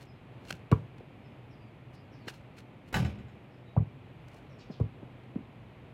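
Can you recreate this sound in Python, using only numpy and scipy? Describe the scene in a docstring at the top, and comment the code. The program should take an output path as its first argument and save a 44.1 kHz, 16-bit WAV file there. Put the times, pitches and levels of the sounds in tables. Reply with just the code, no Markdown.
"""Backyard paving between house walls: a basketball is dribbled once and shot at a portable hoop.
The ball is thumps of falling pitch, ringing slaps and crushed sand; wall echoes are dulled delayed copies.
Rim and backboard are decaying modes, the clatter decaying noise, the shudder a train of thumps.
Shoes scuff and step in bands of grainy noise and small thuds.
Behind: gliding chirps smeared by trees, and a town of coloured noise with a wavering hum."""
import sys
import numpy as np
from scipy import signal
from scipy.fft import rfft, irfft
from scipy.io import wavfile
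from scipy.ndimage import uniform_filter1d

SR = 44100
rng = np.random.default_rng(int(sys.argv[2]) if len(sys.argv) > 2 else 0)


def to_wav(sig):
    """Store sig (one row per channel, or 1-D mono) as 16-bit WAV at the path in sys.argv[1].

    Samples outside -1..1 are clipped; the rate is SR.
    """
    pcm = np.clip(np.atleast_2d(sig), -1, 1) * 32767
    pcm = np.round(pcm).astype(np.int16)
    wavfile.write(sys.argv[1], SR, pcm.T)  # frames by channels


N = 261760
AGE_S = np.arange(int(0.8 * SR)) / SR  # time base of one event


def undb(db):
    """Decibels to gain."""
    return 10 ** (np.asarray(db) / 20)


def unit(x):
    """Scale to rms 1."""
    return x / np.sqrt(np.mean(x ** 2))


def noise():
    """White noise, one event long."""
    return rng.standard_normal(len(AGE_S))


def add(out, start_s, x):
    """Mix x into out from start_s."""
    i = max(int(round(start_s * SR)), 0)
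    out[i:i + len(x)] += x[:max(len(out) - i, 0)]


def lowpass(x, cutoff_hz, order=2):
    """Butterworth low-pass."""
    sos = signal.butter(order, min(cutoff_hz, SR / 2 - 100), fs=SR, output="sos")
    return signal.sosfilt(sos, x)


def log_hz(n):
    """Log frequency of each bin of an n-point spectrum."""
    return np.log(np.maximum(np.fft.rfftfreq(n, 1 / SR), 1))


def colour(x, points):
    """Shape x by (f/Hz, level/dB) points; rms 1."""
    hz, db = np.transpose(points)[:2]
    gain = undb(np.interp(log_hz(len(x)), np.log(hz), db))
    return unit(irfft(rfft(x) * gain, len(x)))


def ring(modes, blur=0.0):
    """Sum of decaying sines; blur, a share of pitch, widens each line by random phase drift."""
    out = 0
    for hz, db, t60_s in modes:
        drift = np.cumsum(noise()) * np.sqrt(2 * np.pi * abs(blur) * hz / SR)
        out = out + undb(db - 60 * AGE_S / t60_s) * np.sin(2 * np.pi * hz * AGE_S + drift)
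    return out


def dense_ring(bands):
    """Countless modes: noise whose bands each die at their own pace."""
    spectrum = rfft(colour(noise(), bands))
    log_f = log_hz(len(AGE_S))
    hz, _, t60_s = np.transpose(bands)
    out = 0
    for weights, decay_s in zip(np.eye(len(hz)), t60_s):
        band = irfft(spectrum * np.interp(log_f, np.log(hz), weights), len(AGE_S))
        out = out + band * undb(-60 * AGE_S / decay_s)
    return out


def thump(hz, swell_s, sag=0.28, tight=9.1):
    """Soft thump: cycles swell to swell_s, pitch falling through hz there, then die."""
    u = AGE_S / swell_s
    pitch_hz = hz * (1 + sag * (1 - np.minimum(u, 2)))
    cycles = np.cumsum(pitch_hz) / SR
    cycles_at_peak = np.interp(swell_s, AGE_S, cycles)
    envelope = (u * np.exp(1 - u)) ** tight
    return -envelope * np.cos(2 * np.pi * (cycles - cycles_at_peak))


def walk(rate_hz):
    """Smoothed random steps at rate_hz; rms 1 over the scene."""
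    k = int(SR / rate_hz)
    held = np.repeat(rng.standard_normal(N // k + 1), k)[:N]
    return unit(uniform_filter1d(held, k))


# ball on the ground: [t/s, thump level/dB, thump f/Hz, knock f/Hz, slap level/dB, slap cut-off f/Hz,
# grit level/dB, wall echo level/dB re the hit]
BALL_BOUNCES = [(0.7148, -10.5, 127, 320, -8.5, 2200, -32.5, -18.5),
                (3.7644, -13, 127.7, 725, -21, 1300, -57, -6.5),
                (4.799, -17.5, 118, 480, -20.5, 730, -52.5, -10.5),
                (5.3562, -22, 237, 373, -33, 714, -68, -13)]
# ringing colour of the ball's slap: low body, a cluster near 1 kHz, faint higher lines:
# [f/Hz, level/dB, t60/s]
SLAP_MODES = [(254, 4, 0.037), (437, -2, 0.074), (677, -15.5, 0.015), (1142, 1.5, 0.028),
              (1330, -9.5, 0.035), (1000, -9.5, 0.065), (1570, -47, .1), (1620, -30, 0.13),
              (2274, -19, .035), (2810, -24.5, 0.071), (3550, -44.5, 0.15), (5033, -45.5, .15)]
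# sand crushed under the ball: [f/Hz, level/dB]
SAND_COLOUR = [(250, 5.5), (600, 3), (1400, 1), (2900, 0), (4500, -13.5), (8000, -19), (16000, -29)]
THUMP_SWELL_CYCLES = 2.036  # cycles of its nominal pitch up to the peak
KNOCK_DB, KNOCK_SWELL_CYCLES = -9.5, 1.617  # first touch; re the thump
PAVING_DB, PAVING_TOP_HZ = -17, 740  # dull crunch; re the thump
LAND_S, REBOUND_S, LAND_DB = 0.00343, 0.00676, -8  # REBOUND_S after landing; LAND_DB re the slap
CONTACT_S, SAND_FALL_S = 0.00098, 0.0027
SKITTER_DB, SKITTER_T60_S = -19, 0.36
WALL_DELAY_S, WALL_TOP_HZ = 0.027, 430  # nearest house wall
FAR_WALL_RATIO, FAR_WALL_DB = 1.7, -3  # delay and level re the nearest wall


def ball():
    """Ball knocks and thumps, slaps on landing and again on springing back; two walls answer."""
    out = np.zeros(N)
    slap_ring = ring(SLAP_MODES)
    slap_ring /= np.abs(slap_ring).max()
    contact = 1 - np.exp(-AGE_S / CONTACT_S)  # contact patch spreads
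    crack = 2 * np.exp(-AGE_S / SAND_FALL_S)
    skitter = undb(SKITTER_DB - 60 * AGE_S / SKITTER_T60_S)
    for t_s, thump_db, hz, knock_hz, slap_db, slap_hz, grit_db, echo_db in BALL_BOUNCES:
        sand = contact * (crack + skitter) * colour(noise(), SAND_COLOUR)
        paving = undb(PAVING_DB) * lowpass(sand, PAVING_TOP_HZ)
        body = thump(hz, THUMP_SWELL_CYCLES / hz, sag=0.54)
        knock = undb(KNOCK_DB) * thump(knock_hz, KNOCK_SWELL_CYCLES / knock_hz, sag=0.33, tight=4.8)
        hit = undb(thump_db) * (body + knock + paving) + undb(grit_db) * sand
        slap = undb(slap_db) * lowpass(slap_ring * contact, slap_hz, order=3)
        add(hit, LAND_S, undb(LAND_DB) * slap)
        add(hit, LAND_S + REBOUND_S, -slap)
        echo = undb(echo_db) * lowpass(hit, WALL_TOP_HZ, order=3)
        add(out, t_s, hit)
        add(out, t_s + WALL_DELAY_S, echo)
        add(out, t_s + FAR_WALL_RATIO * WALL_DELAY_S, undb(FAR_WALL_DB) * echo)
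    return out


# ball against the rim, then the loose mount rattling: [t/s, clatter level/dB, ring level/dB]
HOOP_HITS = [(2.9265, -39, -66), (2.9414, -28.5, -36), (2.967, -35, -57.5), (3.0478, -47, -51),
             (3.186, -65, -66), (3.283, -69, -69)]
# steel rim and bracket: [f/Hz, level/dB, t60/s]
RIM_MODES = [(510, -8, 0.52), (760, 3, 0.23), (847, 2.5, 0.15), (965, -9, 0.093), (1176, -3.5, 0.3),
             (1436, -4.5, 0.18), (1507, 6.5, 0.16), (1526, -12, 0.39), (1670, -1.5, 0.18), (1904, 1, 0.11),
             (1956, -10, 0.29), (2050, 4, 0.044), (2070, 0.5, 0.076), (2230, -12, 0.28), (2410, -7.5, 0.31),
             (2630, 1.5, 0.1), (2960, 1, 0.13), (3170, -24, 0.27), (3680, -28, 0.16), (3940, -2.5, 0.14),
             (4760, -14, 0.18), (5260, -12, 0.33), (6700, -11.5, 0.17), (7500, -7.5, 0.097),
             (11400, -29, 0.25), (10800, -33, 0.23)]
# clatter of the hoop: [f/Hz, level/dB, t60/s]
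CLATTER_BANDS = [(153, 9, 0.83), (397, -0.5, 0.63), (834, -1, 0.26), (1140, -9, 0.4), (1690, 0.5, 0.091),
                 (2850, -13, 0.52), (4070, -16.5, 0.38), (7600, -21.5, 0.26), (9900, -27.5, 0.29),
                 (11600, -20, 0.22), (12900, -29, 0.19), (16000, -26, 0.2)]
# backboard panel: [f/Hz, level/dB, t60/s]
BOARD_MODES = [(78, 0, .45), (112, -0.5, 1), (154.5, -7, 0.29), (202, 3.5, 0.77)]
BOARD_T_S, BOARD_DB = 2.962, -35
CHATTER_DB, CHATTER_RATE_HZ, GIVE_S = 2.5, 220, 0.00045


def hoop():
    """Rim clangs and chatters in its mount; the backboard shudders and booms."""
    out = shudder()
    steel = ring(RIM_MODES, blur=0.0087)
    give = 1 - np.exp(-AGE_S / GIVE_S)  # rubber and springs soften each contact
    for t_s, clatter_db, ring_db in HOOP_HITS:
        chatter = undb(CHATTER_DB * walk(CHATTER_RATE_HZ)[:len(AGE_S)])
        clatter = undb(clatter_db) * chatter * dense_ring(CLATTER_BANDS)
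        add(out, t_s, give * (clatter + undb(ring_db) * steel))
    add(out, BOARD_T_S, undb(BOARD_DB) * ring(BOARD_MODES))
    return out


SHUDDER_START_S, SHUDDER_GAP_S, SHUDDER_SWELL_S, SHUDDER_COUNT = 2.9455, 0.0235, 0.014, 6
SHUDDER_HZ, SHUDDER_SAG_OCT_PER_S = 185, 7.4  # first swing, and the fall from it
SHUDDER_PEAK_S, SHUDDER_DB = 3.012, -19.5
SHUDDER_BUILD_DB_PER_S, SHUDDER_DIE_DB_PER_S = 106, 130


def shudder():
    """Backboard rocks on its pole: even swings build up and die, each a thump lower than the last."""
    out = np.zeros(N)
    for t_s in SHUDDER_START_S + SHUDDER_GAP_S * np.arange(SHUDDER_COUNT):
        build_db = SHUDDER_BUILD_DB_PER_S * (SHUDDER_PEAK_S - t_s)
        die_db = SHUDDER_DIE_DB_PER_S * (t_s - SHUDDER_PEAK_S)
        hz = SHUDDER_HZ * 2 ** (-SHUDDER_SAG_OCT_PER_S * (t_s - SHUDDER_START_S))
        add(out, t_s, undb(SHUDDER_DB - max(build_db, die_db)) * thump(hz, SHUDDER_SWELL_S))
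    return out


def peak(lag_s, rise_s, fall_s, roundness=1):
    """Envelope reaching 1 at lag 0; roundness 1 is pointed, 2 a bell."""
    return np.exp(-np.maximum(-lag_s / rise_s, lag_s / fall_s) ** roundness)


# sole catching on the paving: [t/s at the peak, level/dB before band-limiting, fall/s, centre f/Hz]
SOLE_CATCHES = [(0.453, -47.5, 0.0018, 4000), (0.508, -24, 0.0022, 2660), (0.983, -59, .004, 4000),
                (2.2848, -36, 0.0086, 2000), (2.585, -47, .005, 3000), (4.284, -54, .004, 5000),
                (5.238, -61, 0.0036, 2200)]
# sole dragging loose grit: [t/s at the peak, level/dB before band-limiting, fall/s]
SOLE_DRAGS = [(0.021, -51.5, 0.017), (0.503, -46.5, 0.03), (1.945, -60.5, 0.014), (2.295, -45, 0.014),
              (2.344, -54, .025), (2.59, -54, 0.017), (2.889, -58.5, 0.012), (4.345, -62, 0.05)]
RISE_RATIO, LEAD_S = 0.84, 0.1  # rise re fall time; start ahead of the peak
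TOE_LAG_S, TOE_DB, TOE_LENGTH_RATIO, TOE_PITCH_RATIO = 0.0187, -10, 0.56, 1.3  # re the heel
DRAG_HZ, DRAG_JERK_DB, DRAG_JERK_RATE_HZ = 5200, 3, 244  # band centre; stick and slip


def scuffs(roundness=1.4):
    """Heel, then toe, catch on the paving; soles also drag loose grit in jerks."""
    out = np.zeros(N)
    for t_s, db, fall_s, hz in SOLE_CATCHES:
        start_s = t_s - LEAD_S
        lag_s = AGE_S + start_s - t_s
        toe_lag_s = (lag_s - TOE_LAG_S) / TOE_LENGTH_RATIO
        heel = peak(lag_s, RISE_RATIO * fall_s, fall_s, roundness)
        toe = undb(TOE_DB) * peak(toe_lag_s, RISE_RATIO * fall_s, fall_s, roundness)
        add(out, start_s, undb(db) * (heel * grit(hz) + toe * grit(hz * TOE_PITCH_RATIO)))
    for t_s, db, fall_s in SOLE_DRAGS:
        start_s = max(t_s - LEAD_S, 0)
        jerks_db = DRAG_JERK_DB * walk(DRAG_JERK_RATE_HZ)[:len(AGE_S)]
        envelope = peak(AGE_S + start_s - t_s, RISE_RATIO * fall_s, fall_s)
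        add(out, start_s, undb(db + jerks_db) * envelope * grit(DRAG_HZ))
    return out


# colour of a scrape: [f/Hz, level/dB]
SOLE_COLOUR = [(100, -14), (400, 12.5), (1000, 0.5), (1550, 0.5), (2400, 3), (3600, -1.5), (5000, -4),
               (10000, -12), (16000, -15.5)]
# resonances of the sole: [f/Hz, Q, level/dB re the plain scrape]
SOLE_RESONANCES = [(1506, 7.1, 4.5), (2810, 14, -3), (4220, 34, 2.5)]
BAND_RATIO = 2.46  # band edges lie this factor either side of the centre


def grit(hz, grain_db=4.5, grain_samples=12):
    """Grains of very unequal size cracking under a sole, in a band around hz."""
    sizes = np.repeat(rng.exponential(size=len(AGE_S)), grain_samples)[:len(AGE_S)].clip(0, 3)
    scrape = colour(undb(grain_db * sizes) * noise(), SOLE_COLOUR)
    resonant = scrape
    for f_hz, q, db in SOLE_RESONANCES:
        b, a = signal.iirpeak(f_hz, q, fs=SR)
        resonant = resonant + undb(db) * signal.lfilter(b, a, scrape)
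    band = lowpass(unit(resonant), hz * BAND_RATIO, order=1)
    return band - lowpass(band, hz / BAND_RATIO, order=1)


# footfalls: [t/s, level/dB, f/Hz]
FOOTFALLS = [(0.527, -41.5, 166), (1.005, -40, 522), (2.269, -39.5, 320), (4.697, -34, 243),
             (5.025, -39.5, 300), (5.698, -55, 650)]
STEP_SWELL_CYCLES, TREAD_ROUGHNESS, TREAD_TOP_HZ = 1.73, 0.28, 370
STEP_CRUNCH_DB, STEP_CRUNCH_FALL_S, STEP_CRUNCH_TOP_HZ = -11, 0.011, 650  # level re the thud


def steps():
    """Soles land with a small rough thud and a dull crunch."""
    out = np.zeros(N)
    for t_s, db, hz in FOOTFALLS:
        swell_s = STEP_SWELL_CYCLES / hz
        tread = 1 + TREAD_ROUGHNESS * unit(lowpass(noise(), TREAD_TOP_HZ))
        thud = tread * thump(hz, swell_s, sag=0.45, tight=1.5)
        crunch = unit(lowpass(colour(noise(), SOLE_COLOUR), STEP_CRUNCH_TOP_HZ))
        crunch = crunch * peak(AGE_S - swell_s, swell_s / 2, STEP_CRUNCH_FALL_S)
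        add(out, t_s, undb(db) * (thud + undb(STEP_CRUNCH_DB) * crunch))
    return out


# nearer chirps: [t/s, start f/Hz, fall/octaves, level/dB]
NEAR_CHIRPS = [(0.057, 5370, 0.11, -69.5), (1.234, 5360, .1, -76), (1.495, 5600, 0.22, -70),
               (1.595, 4900, 0.093, -72), (1.933, 5350, 0.23, -67), (2.113, 5800, 0.37, -66.5),
               (2.194, 4600, 0.18, -68), (3.50, 5480, .15, -75), (3.646, 3840, 0.009, -65.5),
               (4.486, 5830, 0.17, -72.5), (4.582, 6520, 1.6, -57), (4.703, 5580, 0.93, -57.5)]
FAR_CHIRP_COUNT, FAR_CHIRP_DB = 5, -77
FAR_CHIRP_HZ, FAR_CHIRP_SPAN_OCT, FAR_CHIRP_FALL_OCT = 4520, 0.3, 0.16


def birds():
    """A few nearer chirps, and faint ones at random times and pitches."""
    out = np.zeros(N)
    for t_s, hz, fall_oct, db in NEAR_CHIRPS:
        add(out, t_s, undb(db) * chirp(hz, fall_oct))
    for when, pitch in rng.random((FAR_CHIRP_COUNT, 2)):
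        hz = FAR_CHIRP_HZ * 2 ** (FAR_CHIRP_SPAN_OCT * (pitch - 0.5))
        add(out, when * N / SR, undb(FAR_CHIRP_DB) * chirp(hz, FAR_CHIRP_FALL_OCT))
    return out


CHIRP_S, SCATTER_T60_S = 0.052, 0.27
FLUTTER_MIN_OCT, FLUTTER_PER_FALL, FLUTTER_TOP_HZ = 0.02, 0.2, 580


def chirp(hz, fall_oct):
    """Falling glide, raspier the further it falls, smeared by the trees it passes through."""
    u = np.minimum(AGE_S / CHIRP_S, 1)
    flutter_oct = FLUTTER_MIN_OCT + FLUTTER_PER_FALL * fall_oct
    flutter = flutter_oct * unit(lowpass(noise(), FLUTTER_TOP_HZ))
    pitch_hz = hz * 2 ** (flutter - fall_oct * u)
    note = np.sqrt(np.abs(np.sin(np.pi * u))) * np.sin(2 * np.pi * np.cumsum(pitch_hz) / SR)
    leaves = noise() * undb(-60 * AGE_S / SCATTER_T60_S)
    return signal.fftconvolve(note, leaves / np.linalg.norm(leaves))


# outdoor background: [f/Hz, level/dB]
TOWN_COLOUR = [(28, -7), (42, 1), (70, -5), (125, 7), (165, -2), (240, -2), (400, -8), (750, -12),
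               (1550, -21.5), (2400, -19), (3300, -26.5), (4300, -36), (5600, -46), (14000, -50.5),
               (16000, -67)]
TOWN_DB, TOWN_SWELL_DB, TOWN_SWELL_RATE_HZ = -51, 0.5, 3.41
HUM_HZ, HUM_WAVER, HUM_WAVER_RATE_HZ = 123, 0.02956, 26  # waver as a share of pitch
HUM_DB, HUM_SWELL_DB, HUM_SWELL_RATE_HZ = -58, 2, 19


def town():
    """Far traffic that swells a little, and a low hum wavering in pitch and level."""
    wash_db = TOWN_DB + TOWN_SWELL_DB * walk(TOWN_SWELL_RATE_HZ)
    wash = undb(wash_db) * colour(rng.standard_normal(N), TOWN_COLOUR)
    hum_pitch_hz = HUM_HZ * (1 + HUM_WAVER * walk(HUM_WAVER_RATE_HZ))
    hum = np.sin(2 * np.pi * np.cumsum(hum_pitch_hz) / SR)
    return wash + undb(HUM_DB + HUM_SWELL_DB * walk(HUM_SWELL_RATE_HZ)) * hum


# diffuse echo of the yard: [f/Hz, level/dB, t60/s]
YARD_BANDS = [(50, -14, 0.39), (124, 5, 0.4), (298, -10, 0.3), (644, 5.5, 0.21), (1140, -0.5, .25),
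              (2200, -5, 0.35), (5000, -15.5, 0.34), (15600, -42, .18)]


def scene(yard_db=-27, yard_delay_s=0.012):
    """Ball, hoop and shoes with the yard's thin echo, over birds and town."""
    near = ball() + hoop() + scuffs() + steps()
    yard = dense_ring(YARD_BANDS)
    echo = signal.fftconvolve(near, yard / np.linalg.norm(yard))[:N]
    out = near + birds() + town()
    add(out, yard_delay_s, undb(yard_db) * echo)
    return out[None]


def record(dry, low_hz=46, top_hz=16000):
    """A phone on the ground: drops the deep bass and cuts the top."""
    f_hz = np.fft.rfftfreq(N, 1 / SR)
    bass_cut = 1 - 1 / (1 + (f_hz / low_hz) ** 10)
    thin = irfft(rfft(dry) * bass_cut, N)
    top_cut = signal.ellip(8, 0.2, 70, top_hz, fs=SR, output="sos")  # ripple, stop-band in dB
    return signal.sosfilt(top_cut, thin)


dry = scene()
out = record(dry)
to_wav(out)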